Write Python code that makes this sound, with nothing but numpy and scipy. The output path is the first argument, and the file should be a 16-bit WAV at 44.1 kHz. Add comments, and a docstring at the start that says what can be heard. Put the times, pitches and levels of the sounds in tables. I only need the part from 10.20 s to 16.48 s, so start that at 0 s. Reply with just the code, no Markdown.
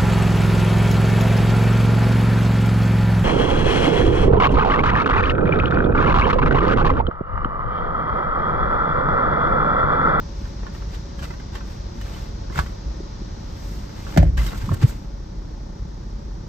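"""Inside an idling car with one door open: clothes rustle on a seat, a latch clacks, the door is slammed.
Wavering low tones and coloured noise make the engine rumble; filtered hiss from outside drops at the slam.
Shaped noise and tiny random contacts make the cloth; decaying resonances make trim, latch and door.
The slam sets off sinking low tones and a dying chatter; more rustling and a few dull knocks follow."""
import sys
import numpy as np
from scipy import signal
from scipy.fft import rfft, irfft, next_fast_len
from scipy.io import wavfile
from scipy.ndimage import map_coordinates

SR = 44100
rng = np.random.default_rng(int(sys.argv[2]) if len(sys.argv) > 2 else 0)


def materialize(psi):
    """Save the field psi as 16-bit PCM at rate SR to the path in sys.argv[1].

    A 1-D psi becomes a single channel; in a 2-D psi each row is a channel.
    """
    bounded = np.clip(np.atleast_2d(psi).T, -1, 1)
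    quanta = np.round(bounded * 32767).astype(np.int16)
    wavfile.write(sys.argv[1], SR, quanta)


N = 276948


def amp(db):
    """Decibels to gain."""
    return 10 ** (np.asarray(db) / 20)


def unit(x):
    """Scale to rms 1."""
    return x / np.sqrt(np.mean(x ** 2) + 1e-20)


def clock():
    """The time of every sample in seconds."""
    return np.arange(N) / SR


def along(points, hz):
    """Read a curve of (Hz, value) points on a log frequency axis."""
    point_hz, values = np.transpose(points)
    return np.interp(np.log(hz + 1), np.log(point_hz + 1), values)


def wobble(knots_per_s):
    """A smooth random curve through normally distributed knots."""
    return map_coordinates(rng.standard_normal(2048), [clock() * knots_per_s], mode="wrap")


def filtered(x, response):
    """Multiply the spectrum of x by a response given as a function of frequency."""
    n = x.shape[-1]
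    padded = next_fast_len(n + 8192)
    return irfft(rfft(x, padded) * response(np.fft.rfftfreq(padded, 1 / SR)), padded)[..., :n]


def tilted(x, bright_db):
    """Brighten or dull a blow by about bright_db per octave, less so in the bass."""
    return filtered(x, lambda hz: amp(bright_db * np.log2((hz + 300) / 1600)))


def add(track, start_s, sound):
    """Mix a sound into the track, cut at the track's end."""
    part = track[..., round(start_s * SR):][..., :sound.shape[-1]]
    part += sound[..., :part.shape[-1]]


def swells(rows):
    """Sum of bell-shaped swells, one for each (center_s, level_db, length_s)."""
    t = clock()
    return sum(amp(db) * np.exp(-2 * ((t - s) / length) ** 2) for s, db, length in rows)


# left-right likeness: pitch_hz, correlation (1 = same, 0 = unrelated, -1 = opposite)
LIKENESS = [(60, 0.99), (130, 0.99), (290, 0.7), (640, -0.37), (1400, -0.067), (2400, 0.76), (4400, -0.16),
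            (7000, 0.54), (15000, -0.41)]


def port_phase(hz):
    """Phase of a tone at left and right: the less alike the two sides, the further apart."""
    skew = np.arccos(np.clip(along(LIKENESS, hz), -1, 1)) / 2
    return np.array([-skew, skew])


def spread(pair):
    """Blend two unrelated signals into a cabin sound field: alike in the bass, less so higher up."""
    def mid_side(hz):
        turn = port_phase(hz)[1]
        return np.array([np.cos(turn), np.sin(turn)])
    mid, side = filtered(pair, mid_side)
    return np.array([mid + side, mid - side])


# standing waves of the cabin: pitch_hz, width_hz, gain_db
STANDING_WAVES = [(258, 31.6, -7.5), (559, 15.3, 9), (880, 50, 5), (1720, 57, -12), (1766, 89, 5.5)]


def hollow(hz):
    """Standing waves between glass and dashboard lift some bands and cut others."""
    return amp(sum(db / (1 + (2 * (hz - centre) / width) ** 2) for centre, width, db in STANDING_WAVES))


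def rush(spectrum):
    """Stereo noise of rms 1 with the given colour, heard through the cabin."""
    noise = rng.standard_normal((2, N))
    return unit(spread(filtered(noise, lambda hz: amp(along(spectrum, hz)) * hollow(hz))))


def grains(per_s, spectrum):
    """Stereo stream of tiny random contacts with the given colour, heard through the cabin."""
    taps = (rng.random((2, N)) < per_s / SR) * rng.uniform(-0.89, 1, (2, N))
    return spread(filtered(taps, lambda hz: amp(along(spectrum, hz)) * hollow(hz)))


# decay of the cabin echo: pitch_hz, t60_s
ECHO_DECAY = [(150, 0.47), (1000, 0.14), (4000, 0.15), (12000, 0.0078)]


def in_cabin(x, wet_db):
    """Add the short, dense echo of glass and trim by convolving with decaying noise."""
    hz, t, bands = signal.stft(rng.standard_normal((2, SR // 3)), SR, nperseg=256)
    fade = amp(-60 * t / along(ECHO_DECAY, hz)[:, None])
    tail = spread(signal.istft(bands * fade, SR, nperseg=256)[1])
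    echo = signal.fftconvolve(x, tail / np.linalg.norm(tail[0]), axes=1)[:, :N]
    return x + amp(wet_db) * echo


def strike(modes, crack_db, crack_t60, crack_hz, detune, rise=0.00074):
    """One stereo blow of peak 1: decaying modes and a short crack that dulls above crack_hz."""
    t = np.arange(SR // 3) / SR
    hz, db, t60 = np.transpose(modes)[:, :, None]
    # each contact point rings a little differently
    hz = hz * np.exp(detune * rng.standard_normal(hz.shape))
    mode_db = db + rng.standard_normal(hz.shape)
    sign = (-1) ** np.arange(len(hz))[:, None]
    size = sign * amp(mode_db - 60 * t / t60)
    ring = np.sum(size * np.sin(2 * np.pi * hz * t + port_phase(hz)), axis=1)
    noise = rng.standard_normal((2, len(t)))
    crack = unit(filtered(noise, lambda f: 1 / np.hypot(1, f / crack_hz)))
    blow = (ring + crack * amp(crack_db - 60 * t / crack_t60)) * (1 - np.exp(-t / rise))
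    return blow / np.abs(blow).max()


BASS_SKEW = 0.15  # radians by which low thuds lag at left and lead at right


def soft_contacts(rows):
    """A cushioned contact swells and dies around its centre, on one damped resonance."""
    track, t = np.zeros((2, N)), np.arange(-SR // 8, SR // 8) / SR
    for center_s, db, hz, length_s in rows:
        tone = np.sin(2 * np.pi * hz * t + [[-BASS_SKEW], [BASS_SKEW]])
        add(track, center_s + t[0], amp(db) * np.exp(-(t / length_s) ** 2) * tone)
    return track


def shut():
    """How far the door has sealed: 0 while open, 1 once shut."""
    return np.interp(clock(), [3.95, 4.05], [0, 1])


FIRING_HZ = 32.4  # mean rate; it wavers slightly
# engine hum: multiple of the firing rate, open_db, shut_db (mean levels)
FIRING_ORDERS = [(1, -40, -39), (1.5, -36.5, -39.5), (2, -41.5, -47), (3, -45, -50), (4, -52, -55)]
# fan and belt-driven parts: pitch_hz, open_db, shut_db (mean levels)
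FAN_AND_BELTS = [(39.1, -48.5, -46), (44.3, -42.5, -37), (79.4, -52, -47)]
# colour of the body noise before its low cut: pitch_hz, relative db per Hz
BODY_NOISE = [(15, -66), (27, -6), (53, 4.5), (72, -7.5), (128, -17), (200, -18), (245, -21), (310, -24),
              (450, -31.5), (560, -35.5), (900, -37.5), (1800, -47.5), (2700, -71.5), (4000, -73),
              (5700, -54), (8500, -70), (15000, -71)]


def engine():
    """Firing orders beat against fan and belts; shutting the door retunes the cabin, shifting levels."""
    turns = FIRING_HZ * np.cumsum(1 + 0.004 * wobble(3)) / SR
    tones = [(k * FIRING_HZ, k * turns, *levels) for k, *levels in FIRING_ORDERS]
    tones += [(hz, hz * (clock() + 0.00013 * wobble(3.7)), *levels) for hz, *levels in FAN_AND_BELTS]
    hum, sealed = 0, shut()
    for hz, cycles, open_db, shut_db in tones:
        level = amp(open_db + (shut_db - open_db) * sealed + wobble(2.75))
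        hum = hum + np.sqrt(2) * level * np.sin(2 * np.pi * cycles + port_phase(hz)[:, None])
    body = filtered(rush(BODY_NOISE), lambda hz: 1 / np.hypot(1, (95 / (hz + 1)) ** 2))
    # the body noise swells with each firing
    throb = 1 + 0.25 * np.cos(2 * np.pi * turns)
    return hum + amp(-25.0 - 0.8 * sealed) * body * throb


# colour of the outside hiss: pitch_hz, relative db per Hz
OUTSIDE_HISS = [(120, -11.5), (280, -2.5), (450, -13.5), (560, -6), (720, -14), (920, -9.5), (1900, -18),
                (2750, -22.5), (3800, -17), (5800, -15), (8000, -36.5), (15000, -142.5)]
# sideways lean of the hiss: pitch_hz, lean_db (raises left and lowers right)
LEFT_LEAN = [(480, .5), (950, -1), (3800, 1.4)]


def outside():
    """Hiss from the street and engine bay, leaning left in the treble, weaker once the door seals."""
    hiss = filtered(rush(OUTSIDE_HISS), lambda hz: amp(along(LEFT_LEAN, hz) * [[1], [-1]]))
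    return amp(-45 - 5.3 * shut()) * hiss


RELEASE_S = 0.069  # time constant of the cloth settling after each shift
# shifts of weight on the seat: full_s (fully moving), level_db, attack_s, hold_s
WEIGHT_SHIFTS = [(0.257, -47.5, 0.1, 0.019), (0.545, -41.5, 0.017, 0.012), (0.736, -44, 0.052, 0.0059),
                 (1.029, -40.5, 0.047, 0.055), (1.499, -42.5, 0.058, 0.029), (1.926, -38, 0.14, 0.087),
                 (2.38, -31.5, 0.047, 0.01), (3.483, -45, 0.27, 0.4), (3.784, -40.5, 0.027, 0.075),
                 (3.907, -36, 0.035, 0.068), (4.172, -30, 0.0015, 0.11), (4.352, -35.5, 0.019, 0.19),
                 (4.61, -36.5, 0.018, 0.11)]


def shifting():
    """Strength of the rubbing: each shift of weight builds up, holds and dies away."""
    t, power = clock(), 0
    for full_s, db, attack_s, hold_s in WEIGHT_SHIFTS:
        rise = np.exp(-(np.minimum(t - full_s, 0) / attack_s) ** 2)
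        fall = np.exp(-np.maximum(t - full_s - hold_s, 0) / RELEASE_S)
        power = power + (amp(db) * rise * fall) ** 2
    return np.sqrt(power)


# colour of light rubbing: pitch_hz, relative db per Hz
LIGHT_RUB = [(150, 19.5), (400, 4), (900, 1), (1700, -6), (2800, -7), (4500, -6), (7500, -12.5),
             (15000, -16)]


def rubbing():
    """Light rubbing is flickering noise that follows each shift of weight."""
    return shifting() * unit(rush(LIGHT_RUB) * amp(0.82 * wobble(150)))


SNAG_DB, SNAG_PER_S = 3, 70  # a slide sticks and lets go: depth and rate
# colour of firm rubbing: pitch_hz, relative db per Hz
FIRM_RUB = [(150, -3), (700, 1), (1700, 0), (2700, -6), (4000, -5), (7000, -14), (15000, -21)]
# firm slides across the upholstery: center_s, level_db, length_s
FIRM_SLIDES = [(.75, -42.5, 0.034), (1.04, -34, 0.025), (1.36, -41.5, 0.046), (1.97, -48, 0.15),
               (2.39, -27, 0.03), (4.182, -32, 0.0068), (4.631, -32.5, 0.026)]


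def sliding():
    """In a firm slide the cloth catches and slips in tiny grains, unevenly loud."""
    scrape = grains(1200, FIRM_RUB) * amp(SNAG_DB * wobble(SNAG_PER_S))
    return swells(FIRM_SLIDES) * unit(in_cabin(scrape, wet_db=-2.5))


SWISH_HZ, SWISH_OCTAVES = 12500, 6.9  # centre and width of the hiss
# brief swishes of smooth fabric: center_s, level_db, length_s
FABRIC_SWISHES = [(3.5, -51, 0.19), (4.26, -41.5, 0.06), (4.38, -42, 0.012), (4.543, -36, 0.009),
                  (4.69, -39.5, 0.031)]


def swishing():
    """Smooth fabric gives brief swells of broad, bright hiss."""
    def colour(hz):
        return np.exp(-(np.log2((hz + 1) / SWISH_HZ) / SWISH_OCTAVES) ** 2)
    hiss = spread(filtered(rng.standard_normal((2, N)), colour))
    return swells(FABRIC_SWISHES) * unit(hiss)


FUMBLE_PER_S, FUMBLE_DB = 23, -10.5  # mean contacts at each place, and their level against the cloth
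# trim ring: pitch_hz, relative level_db, t60_s
TRIM_RING = [(407, -11.5, 0.032), (700, -16, 0.015), (860, -18, 0.028), (1072, 1.5, 0.05), (1400, 8, 0.037),
             (1438, 4, 0.033), (1818, 5, 0.054), (2220, -11, 0.021), (2802, 1, 0.038)]


def fumbling():
    """Seams and buttons scuff the trim at many random places, as hard as the body is moving."""
    rattle = 0
    for place in range(12):
        taps = (rng.random(N) < FUMBLE_PER_S / SR) * rng.standard_normal(N)
        blow = strike(TRIM_RING, crack_db=11, crack_t60=0.02, crack_hz=1700, detune=0.15)
        rattle = rattle + signal.oaconvolve(taps[None], blow, axes=1)[:, :N]
    return amp(FUMBLE_DB) * shifting() * unit(rattle)


CLICK_RISE_S = 0.0012  # padded contacts build up gently
# ticks of loose trim: start_s, peak_db (before tilt, echo and pan), brightness in db per octave
TRIM_TICKS = [(0.253, -30, -5), (0.43, -30.5, -9), (0.465, -25, -5.5), (0.548, -29, -4),
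              (0.621, -30.5, -7.5), (0.99, -29.5, -1.5), (1.024, -29, -1), (1.051, -27, -1),
              (1.104, -24, -6.5), (1.137, -30.5, -6), (1.198, -30.5, -4), (1.353, -27, -2.5),
              (1.406, -29.5, -4.5), (1.8116, -28.5, 0.5), (2.298, -29, -11), (2.323, -31, -2.5),
              (2.46, -30, -3), (3.866, -25.5, -7), (4.1757, -19, -1), (4.214, -26, -2), (4.264, -25.5, 3),
              (4.32, -26.5, -0.5), (4.331, -25.5, -9.5), (4.515, -22, -13), (4.54, -26.5, -6.5),
              (4.614, -29, 0)]


def clicks():
    """Loose trim ticks and scuffs, leaning right, each contact with its own brightness."""
    track = np.zeros((2, N))
    for start_s, db, bright_db in TRIM_TICKS:
        blow = strike(TRIM_RING, crack_db=5, crack_t60=0.05, crack_hz=2600, detune=0.07, rise=CLICK_RISE_S)
        add(track, start_s, amp(db) * tilted(blow, bright_db))
    return in_cabin(track, wet_db=-8.5) * amp([[-1], [1]])


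# brief pitched contacts of trim, short squeaks and one dull click at 4.493 s:
# center_s, peak_db (before echo and pan), pitch_hz, length_s
PITCHED_CONTACTS = [(1.95, -43, 3030, 0.0055), (4.29, -37, 3780, 0.0058), (4.493, -21, 1100, 0.0016)]


def pitched_contacts():
    """Trim gives short squeaks and one dull click, each a brief swell of one pitch, leaning right."""
    return in_cabin(soft_contacts(PITCHED_CONTACTS) * amp([[-2], [2]]), wet_db=-11.0)


KNOCK_CYCLES = 1.15  # half-length of a knock, in cycles of its resonance
PUFF_DB, PUFF_HZ = -20.5, 340  # puff level against its knock; dull above this pitch
PUFF_LEAD_S, PUFF_S = 0.0083, 0.024  # the puff comes as the padding first gives way, and is brief
# dull knocks on door seal, seat and floor: center_s, peak_db, pitch_hz
DULL_KNOCKS = [(2.39, -17, 147), (2.401, -15, 68.5), (2.677, -18.5, 55), (2.807, -24.5, 335),
               (3.021, -29.5, 360), (3.969, -15.5, 297), (4.444, -17.5, 106), (4.486, -19, 183),
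               (4.514, -15, 131), (4.536, -12, 102), (4.646, -1.5, 120)]


def knocks():
    """Lower knocks last longer; each squeezes a dull puff of noise out of the padding."""
    thuds = soft_contacts([(s, db, hz, KNOCK_CYCLES / hz) for s, db, hz in DULL_KNOCKS])
    noise = rng.standard_normal((2, N))
    air = unit(spread(filtered(noise, lambda hz: 1 / (1 + (hz / PUFF_HZ) ** 4))))
    puffs = swells([(s - PUFF_LEAD_S, db + PUFF_DB, PUFF_S) for s, db, hz in DULL_KNOCKS]) * air
    return thuds + in_cabin(puffs, wet_db=-13.5)


# latch ring: pitch_hz, relative level_db, t60_s
LATCH_RING = [(704, 3.5, 0.026), (980, 11.5, 0.018), (1136, 1, 0.074), (1300, 8, 0.049), (1474, 9, 0.037),
              (1710, 11, 0.021), (2183, 0, 0.036)]
# the latch takes up its play, snaps and rebounds:
# start_s, peak_db (before tilt, echo and pan), brightness in db per octave
LATCH_CONTACTS = [(2.357, -22, 1), (2.378, -18, 1.5), (2.3886, -5.5, -1), (2.3965, -17, -2)]


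def latch():
    """The latch gives a quick cluster of sharp metal contacts, the snap by far the hardest."""
    track = np.zeros((2, N))
    for start_s, db, bright_db in LATCH_CONTACTS:
        blow = strike(LATCH_RING, crack_db=2, crack_t60=0.03, crack_hz=1800, detune=0.015)
        add(track, start_s, amp(db) * tilted(blow, bright_db))
    return in_cabin(track, wet_db=-16.0) * amp([[-1], [1]])


# bursts of air at the seal: center_s, level_db (before pan), length_s
SEAL_BURSTS = [(3.9655, -23, 0.0035), (3.9755, -15.5, 0.0032), (4.031, -21, 0.0041)]
# colour of the bursts: pitch_hz, relative db per Hz
SEAL_COLOUR = [(100, -9), (230, -9), (350, -8), (450, -21), (620, 3), (720, 1), (950, -21), (8000, -62)]


def seal():
    """Air bursts past the rubber seal as the door squeezes it."""
    return swells(SEAL_BURSTS) * rush(SEAL_COLOUR) * amp([[-1.5], [1.5]])


# low swings of the cabin air and body:
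# start_s, level_db (before rise and decay), settled_hz, extra_hz at the start, rise_s, t60_s
LOW_SWINGS = [(3.979, -5, 46.4, 82, 0.0078, 0.64), (3.979, -3.5, 158.4, 19, 0.00079, 0.088),
              (3.991, -14, 93.7, 1, .006, 0.58), (4.034, -9, 62.5, 5, 0.014, .6),
              (4.172, -8.5, 51.7, 3, 0.0091, 0.38)]
SAG_S = 0.017  # time constant of the sink to settled pitch


def booms():
    """The trapped air and the body swing on after the slam, sinking in pitch as the door settles."""
    track, t = np.zeros((2, N)), np.arange(SR) / SR
    for start_s, db, hz, extra_hz, rise_s, t60 in LOW_SWINGS:
        cycles = hz * t + extra_hz * SAG_S * (1 - np.exp(-t / SAG_S))
        envelope = amp(db - 60 * t / t60) * (1 - np.exp(-(t / rise_s) ** 2))
        add(track, start_s, envelope * np.sin(2 * np.pi * cycles + [[-BASS_SKEW], [BASS_SKEW]]))
    return track


JUDDER_DB, JUDDER_T60, JUDDER_PER_S = -18.5, 0.35, 900  # starting level, decay in s, mean contacts per s
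# colour of juddering glass, linkage and trim: pitch_hz, relative db per Hz
JUDDER_COLOUR = [(60, -8), (115, 2), (200, -12), (330, -12), (450, -23), (650, -18), (1000, -32),
                 (1700, -29), (9000, -66)]


def judder():
    """Once the door is caught, its loose parts chatter irregularly and die away."""
    t = clock() - LOW_SWINGS[0][0]  # starts with the first boom
    decay = (t > 0) * amp(JUDDER_DB - 60 * np.abs(t) / JUDDER_T60)
    return decay * unit(grains(JUDDER_PER_S, JUDDER_COLOUR))


# door panel ring: pitch_hz, relative level_db, t60_s
PANEL_RING = [(116, 0, 0.4), (169.6, -2, 0.14), (275, -3, 0.085), (340, -9, 0.085)]
# door catch ring: pitch_hz, relative level_db, t60_s
CATCH_RING = [(535, 0, .04), (636, 5, .035), (735, -5, .03), (1452, -3, .026), (1761, -1, .026),
              (2081, -5, .022), (4684, -16, .025)]
# the slam, seal then catch then rebound: start_s, panel_db, catch_db (peaks before echo and pan)
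SLAM_CONTACTS = [(3.962, -17, -23.5), (3.9738, -29, -5), (3.9762, -13, -15.5), (4.011, -16, -46),
                 (4.0271, -9.5, -21.5)]


def door():
    """The door meets its seal, snaps into the catch and rebounds; each contact shakes the panel."""
    panel, catch = np.zeros((2, N)), np.zeros((2, N))
    for start_s, panel_db, catch_db in SLAM_CONTACTS:
        thump = strike(PANEL_RING, crack_db=-43, crack_t60=0.087, crack_hz=200, detune=0.023)
        add(panel, start_s, amp(panel_db) * thump)
        clack = strike(CATCH_RING, crack_db=-5, crack_t60=0.046, crack_hz=1700, detune=0.0031)
        add(catch, start_s, amp(catch_db) * clack)
    return in_cabin(panel + catch * amp([[-1.2], [1.2]]), wet_db=-10.0)


def scene():
    """Everything as heard from the front seat."""
    background = engine() + outside()
    clothes = rubbing() + sliding() + swishing() + fumbling()
    contacts = clicks() + pitched_contacts() + knocks() + latch()
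    slam = seal() + booms() + judder() + door()
    return background + clothes + contacts + slam


LOW_HZ, TOP_HZ = 21, 15200  # bass corner and upper band limit
NOTCH_HZ, NOTCH_WIDTH_HZ, NOTCH_DB = 10000, 850, -20


def record(dry):
    """Roll off the deepest bass and limit the band."""
    def response(hz):
        notch = amp(NOTCH_DB * np.exp(-((hz - NOTCH_HZ) / NOTCH_WIDTH_HZ) ** 2))
        bass = 1 / np.hypot(1, (LOW_HZ / (hz + 1)) ** 6)
        return notch * bass * (hz < TOP_HZ)
    return filtered(dry, response)


dry = scene()
out = record(dry)
materialize(out)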